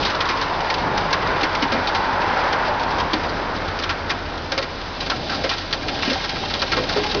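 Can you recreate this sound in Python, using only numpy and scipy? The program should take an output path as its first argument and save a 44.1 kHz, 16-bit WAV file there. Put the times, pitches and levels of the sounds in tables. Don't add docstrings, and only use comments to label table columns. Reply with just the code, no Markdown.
import sys
import numpy as np
from scipy import signal
from scipy.fft import rfft, irfft
from scipy.io import wavfile
from scipy.ndimage import uniform_filter1d

SR = 44100
rng = np.random.default_rng(int(sys.argv[2]) if len(sys.argv) > 2 else 0)


def gain_from_decibels(decibels):
    exponent = np.asarray(decibels, float) / 20
    return 10 ** exponent


def int16_out(signal):
    q = np.round(np.clip(np.atleast_2d(signal).T, -1, 1) * 32767)
    wavfile.write(sys.argv[1], SR, q.astype(np.int16))


N = 317520


def level(x, db):
    return x * gain_from_decibels(db) / np.sqrt(np.mean(x ** 2))


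def colour(x, points):
    hz, db = np.transpose(points)
    bins = np.fft.rfftfreq(len(x), 1 / SR) + 1
    gain = gain_from_decibels(np.interp(np.log(bins), np.log(hz), db))
    return irfft(rfft(x) * gain, len(x))


def band(x, hz, width, order=1):
    top = np.sqrt(hz ** 2 + width ** 2 / 4) + width / 2
    return signal.sosfilt(signal.butter(order, [hz ** 2 / top, top], "band", fs=SR, output="sos"), x)


def walk(rate):
    hold = int(SR / rate)
    steps = np.repeat(rng.standard_normal(N // hold + 1), hold)
    return 1.3 * uniform_filter1d(uniform_filter1d(steps, hold), hold)[:N]


def curve(table):
    s, *columns = np.transpose(table)
    return [np.interp(np.arange(N) / SR, s, column) for column in columns]


def add(out, s, sound):
    i = max(int(s * SR), 0)
    out[i:i + len(sound)] += sound[:N - i]


def crumbs(draw, scatter_db):
    size_db = scatter_db * uniform_filter1d(draw[1], size=24) * np.sqrt(24)
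    return draw[0] * gain_from_decibels(size_db)


def site(db):
    # pitch in Hz, level in dB.
    rumble_tone = [(15, -44), (25, -12.5), (82, -9), (223, -10.5), (275, -7), (368, -10), (500, -12),
                   (800, -10.5), (1200, -41.5), (1560, -56.5), (2640, -120)]
    # pitch in Hz, width of its wander in Hz, level in dB.
    drone = [(39.7, 4, -40), (55.2, 2.9, -56), (78.9, 7, -43), (91.8, 6, -43.5), (162, 25, -47.5)]
    t = np.arange(N) / SR
    out = level(colour(rng.standard_normal(N), rumble_tone), 1.88) * gain_from_decibels(db + 2.0 * walk(11))
    for hz, width, line_db in drone:
        turns = hz * t + np.cumsum(width * walk(7)) / SR / 2
        out += level(np.sin(2 * np.pi * turns) * gain_from_decibels(0.75 * walk(2.9)), line_db)
    return out


def tyres(roar_db, hum_db, tread_hz):
    # pitch in Hz, level in dB.
    roar_tone = [(180, -38), (300, -7.5), (587, -1.5), (770, -5.5), (906, -4.5), (1460, -1.5),
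                 (2400, -11.5), (4000, -25), (5200, -58), (8800, -120)]
    tread_width_hz = 250
    roar = level(colour(rng.standard_normal(N), roar_tone), 2.98) * gain_from_decibels(roar_db + 0.6 * walk(9))
    slow = signal.butter(2, tread_width_hz / 2, fs=SR, output="sos")
    sway = signal.sosfilt(slow, rng.standard_normal((2, N)))
    turn = 2 * np.pi * np.cumsum(tread_hz + 25 * walk(8)) / SR
    hum = sway[0] * np.cos(turn) + sway[1] * np.sin(turn)
    return roar + level(hum, -1.5) * gain_from_decibels(hum_db + 0.7 * walk(14))


def engines():
    # nearest moment in seconds, level in dB, pitch in Hz, time it is heard in seconds.
    passes = [
        (0.98, -35.5, 172, 0.28),
        (4, -37.5, 87, 0.6),
        (7.2, -41.5, 120, 0.12),
        (.15, -33, 1340, .2),
        (2.3, -32, 1500, .2),
        (0.69, -33.5, 756, 0.3),
    ]
    t = np.arange(N) / SR
    out = np.zeros(N)
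    for s, db, hz, span in passes:
        note = level(band(rng.standard_normal(N), hz, 0.25 * hz, order=2), db)
        out += note * np.exp(-((t - s) / span) ** 2)
    return out


def grit(db):
    # pitch in Hz, level in dB.
    grit_tone = [(900, -31.5), (1500, -2.5), (2400, -1.5), (3700, 1.5), (5000, 0), (7000, -6.5),
                 (9000, -36)]
    slides = gain_from_decibels(1.2 * walk(45) + 0.52 * walk(14))
    rain = crumbs(rng.standard_normal((2, N)), scatter_db=2.0) * slides
    return level(colour(rain, grit_tone), 1.24) * gain_from_decibels(db)


def cracks(rows):
    out, t = np.zeros(N), np.arange(4096) / SR
    for s, db, hz, crumble in rows:
        draw = rng.standard_normal((4, len(t)))
        sharp = (1 - np.exp(-(t / 0.0023) ** 2)) * np.exp(-(t / (1.27 * crumble)) ** 1.7)
        late = (1 - np.exp(-(t / 0.007) ** 2)) * np.exp(-(t / (2.2 * crumble)) ** 1.9)
        chips = crumbs(draw[:2], scatter_db=2.5)
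        crack = level(band(chips, 3640, 4100), -9.5) + level(band(chips, hz, 0.26 * hz), -16.0)
        body_db = -6 - 0.3 * (db + 13)
        body = level(band(crumbs(draw[2:], scatter_db=3.5), 1250, 1100), body_db - 7.5)
        add(out, s - 0.003, gain_from_decibels(db) * (crack * sharp + body * late))
    return out


def strays(grit_db):
    chip_db, scatter_db, chip_hz, crumble_s = -23, -2.5, 2700, 0.012
    draw = rng.random((40, 3))
    s = (np.arange(len(draw)) + draw[:, 0]) / len(draw) * N / SR
    grit_now = grit_db[(s * SR).astype(int)]
    db = chip_db + 0.3 * (grit_now + 33.5) + scatter_db * (2 * draw[:, 1] - 1)
    hz = chip_hz * 2 ** (1.5 * (draw[:, 2] - 0.5))
    return [(a, b, c, crumble_s) for a, b, c in zip(s, db, hz)]


def thuds():
    # start in seconds, peak in dB, ring in Hz, time to fade by 60 dB in seconds.
    lumps = [(0.055, -17, 754, 0.11), (1.432, -12.5, 326, 0.095), (1.624, -12, 281, 0.16),
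             (1.72, -10.5, 235, 0.2), (1.724, -8.5, 537, 0.15), (2.681, -13.5, 596, 0.21),
             (3.132, -8.5, 306.4, 0.17), (4.523, -15, 522, 0.1), (4.575, -12, 531, 0.16),
             (5.117, -13.5, 739, 0.091), (5.3, -19.5, 788, 0.27), (5.442, -8, 528, 0.11),
             (5.728, -17, 542, 0.16), (6.077, -9.5, 264, 0.18), (6.11, -18, 284, 0.13),
             (6.156, -11.5, 775, 0.088), (6.43, -12.5, 767, 0.097), (6.624, -16.5, 542, 0.038),
             (6.77, -11, 504, 0.25), (6.771, -12.5, 266, 0.14), (6.962, -7, 413.5, 0.27),
             (6.964, -12, 590, 0.099), (7.001, -19, 306, 0.23), (7.036, -14, 840, 0.17),
             (7.147, -10.5, 409, 0.25), (7.172, -17, 364, 0.15)]
    clangs = [(3.897, -10, 1352, 0.073), (4.106, -20, 1085, 0.13), (4.523, -16, 537, 0.092),
              (5.117, -9.5, 1332, 0.082), (5.295, -14, 1514, 0.086), (5.327, -14.5, 1336, 0.1),
              (5.513, -15, 1338, 0.072), (6.109, -13, 541, 0.14), (6.627, -8, 528, 0.065),
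              (6.734, -11, 1310, 0.066), (6.776, -14.5, 1045, 0.12), (6.894, -16, 1400, 0.077),
              (7.144, -11, 593, 0.086)]
    out, t = np.zeros(N), np.arange(12000) / SR
    for s, db, hz, t60 in lumps + clangs:
        draw = rng.standard_normal((3, len(t)))
        fade = (1 - np.exp(-t / 0.0029)) * np.exp(-np.log(1000) * (t / t60) ** 1.31)
        sag = hz * (1 + 0.045 * np.exp(-t / 0.0088))
        broken = gain_from_decibels(0.68 * uniform_filter1d(draw[2], size=300) * np.sqrt(300))
        note = np.sqrt(2) * np.sin(2 * np.pi * np.cumsum(sag) / SR) * broken
        ring = note + level(band(draw[0], hz, 0.43 * hz), -0.5)
        knock = level(band(draw[1], 1.6 * hz, 1.2 * hz), -1.5) * np.exp(-t / 0.01)
        add(out, s - 0.002, gain_from_decibels(db - 12.0) * fade * (ring + knock))
    return out


def flutter(x):
    bounce_hz, share, dull_hz = 268, 0.5, 3860
    hz = np.fft.rfftfreq(N, 1 / SR)
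    returned = share / (1 + (hz / dull_hz) ** 2)
    return irfft(rfft(x) / (1 - returned * np.exp(-2j * np.pi * hz / bounce_hz)), N)


def yard_echo(debris):
    fade_s, echo_db = 0.32, -24
    t = np.arange(SR // 2) / SR
    yard = rng.standard_normal(len(t)) * np.exp(-np.log(1000) * t / fade_s) * (t > 0.008)
    return gain_from_decibels(echo_db) * signal.fftconvolve(debris, yard / np.sqrt(np.sum(yard ** 2)))[:N]


def snap():
    snap_s, snap_db, width_s = 3.1396, -4, 0.00007
    u = (np.arange(N) / SR - snap_s) / width_s
    return -gain_from_decibels(snap_db) * (1 - u ** 2) * np.exp(-u ** 2 / 2)


def scene():
    # time in seconds, roar in dB, tread hum above the roar in dB, tread pitch in Hz.
    car = [(0, -32, 4.5, 1020), (.2, -29, 2.5, 1051), (.45, -29, 6, 959.6), (.9, -29, 4, 884),
           (1.25, -27, 2, 954.8), (1.65, -28, 2, 922.4), (2.3, -26.5, 4, 890), (2.95, -28.5, 6, 962.3),
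           (3.25, -29.5, -0.5, 940), (3.6, -31, 0.5, 923.6), (4.3, -35, -1.5, 938), (5.2, -39, 0.5, 935),
           (7.2, -38.5, 3.5, 919)]
    # time in seconds, level in dB.
    trickle = [
        (0, -27),
        (.14, -36),
        (2.4, -36),
        (3.3, -38),
        (4.5, -39.5),
        (5.4, -33),
        (5.75, -36),
        (6.1, -32),
        (7.2, -31),
    ]
    # start
    # in seconds, peak in dB, brightest pitch in Hz, crumble time in seconds.
    breaks = [(.03, -13, 2970, 0.0083), (.05, -13, 4300, 0.024), (.0997, -14, 1900, 0.012),
              (.1489, -11.5, 1570, 0.0081), (.2054, -10, 3400, .014), (.2556, -10.5, 1900, 0.0076),
              (.2898, -11.5, 2230, 0.022), (.3724, -17, 1590, .012), (.4134, -13.5, 1600, .018),
              (.6047, -11, 1710, 0.0057), (.7017, -8, 2230, 0.0087), (.7414, -11, 3950, .008),
              (.9769, -10.5, 2140, 0.0096), (1.108, -13.5, 1910, 0.0079), (1.1293, -5.5, 1860, .012),
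              (1.2735, -14.5, 1550, 0.0059), (1.4105, -14.5, 3900, .009), (1.4324, -7.5, 2150, 0.013),
              (1.5509, -9.5, 2390, 0.0086), (1.6222, -12, 2370, 0.018), (1.719, -15, 2130, 0.025),
              (1.8728, -13, 3700, .015), (1.9487, -13.5, 1560, 0.021), (2.2164, -19, 2700, 0.012),
              (2.4382, -18.5, 1650, .01), (2.5274, -9, 1600, 0.0089), (2.8319, -15, 1560, 0.0078),
              (2.985, -13.5, 1530, 0.0097), (3.0001, -13, 1650, .012), (3.134, -9.5, 3700, 0.01),
              (3.2352, -20.5, 5250, .009), (3.2918, -19.5, 4340, 0.009), (3.5634, -22, 3760, .012),
            (3.6804, -20, 3508, .011), (3.79, -19, 4900, .016), (3.826, -20, 4300, 0.012),
            (3.8363, -12.5, 3760, 0.011), (3.894, -10.5, 2200, 0.018), (4.0966, -13, 2110, 0.011),
            (4.102, -7.5, 2320, 0.013), (4.5204, -11, 1620, 0.016), (4.5789, -9.5, 3620, .012),
            (4.627, -13, 2210, .012), (5.005, -13, 4040, .012), (5.0617, -17, 3630, .012),
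            (5.1, -6, 1490, 0.01), (5.2969, -14.5, 1520, 0.013), (5.3202, -15, 2140, .012),
            (5.3473, -15.5, 4400, 0.011), (5.439, -14, 2100, 0.02), (5.4936, -9, 3400, .014),
            (5.5125, -14, 2400, .018), (5.5378, -14, 3730, 0.0088), (5.5824, -17.5, 4760, 0.0087),
            (5.708, -22, 3770, .007), (5.7286, -7.5, 3750, 0.011), (5.8256, -20.5, 2440, 0.013),
            (5.884, -12.5, 2710, 0.013), (5.948, -21, 4610, 0.0069),
              (5.972, -19.5, 5360, 0.008), (5.9892, -17, 1600, 0.011), (6.024, -11, 2420, .016),
             (6.05, -15.5, 4590, .018), (6.076, -17, 3000, .019), (6.1, -12.5, 2950, 0.02),
             (6.131, -12.5, 4800, 0.012), (6.1758, -16.5, 1510, .01), (6.2105, -18, 3840, .007),
             (6.242, -11.5, 1550, 0.011), (6.293, -12.5, 4430, .0095), (6.358, -18, 2150, 0.013),
             (6.5061, -17, 3150, .01), (6.5393, -9.5, 3660, 0.012), (6.5971, -16, 3740, 0.011),
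             (6.6196, -6.5, 1550, 0.011), (6.7188, -8.5, 2190, .017), (6.7378, -21, 3730, .008),
             (6.7665, -12, 2150, 0.015), (6.7893, -21.5, 2900, 0.0098), (6.8378, -14.5, 3560, 0.0081),
             (6.891, -12, 3920, .014), (6.9243, -16.5, 4000, 0.016), (6.9661, -16, 4350, .012),
             (6.992, -16.5, 3560, 0.0071), (7.0366, -12.5, 2120, 0.011), (7.0652, -16.5, 4730, 0.0097),
             (7.0977, -18.5, 3650, .018), (7.1144, -15.5, 3790, .011), (7.148, -7.5, 4240, 0.005)]
    roar_db, tread_db, tread_hz = curve(car)
    grit_db, = curve(trickle)
    rumble_power = gain_from_decibels(-37.5) ** 2 + gain_from_decibels(roar_db - 6) ** 2 + gain_from_decibels(grit_db - 1.5) ** 2
    traffic = site(10 * np.log10(rumble_power)) + tyres(roar_db, roar_db + tread_db, tread_hz) + engines()
    shatter = cracks(breaks + strays(grit_db))
    debris = flutter(grit(grit_db) + shatter + snap()) + thuds()
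    return (traffic + debris + yard_echo(debris))[None]


def microphone(sound):
    # pitch in Hz, level in dB.
    mic_tone = [(10, -31), (32, -0.5), (4900, 0), (5300, -2), (5600, -7), (5900, -6.5), (6500, -18.5),
                (7000, -35), (7400, -66.5), (7900, -130), (22050, -150)]
    hiss = level(band(rng.standard_normal(N), 6200, 2500), -45)
    return colour(sound + hiss, mic_tone) - 0.0024


def top_cut(x):
    return signal.sosfilt(signal.butter(12, 7030, fs=SR, output="sos"), x)


def record(dry):
    mix = microphone(dry[0])[None]
    return top_cut(mix)


dry = scene()
out = record(dry)
int16_out(out)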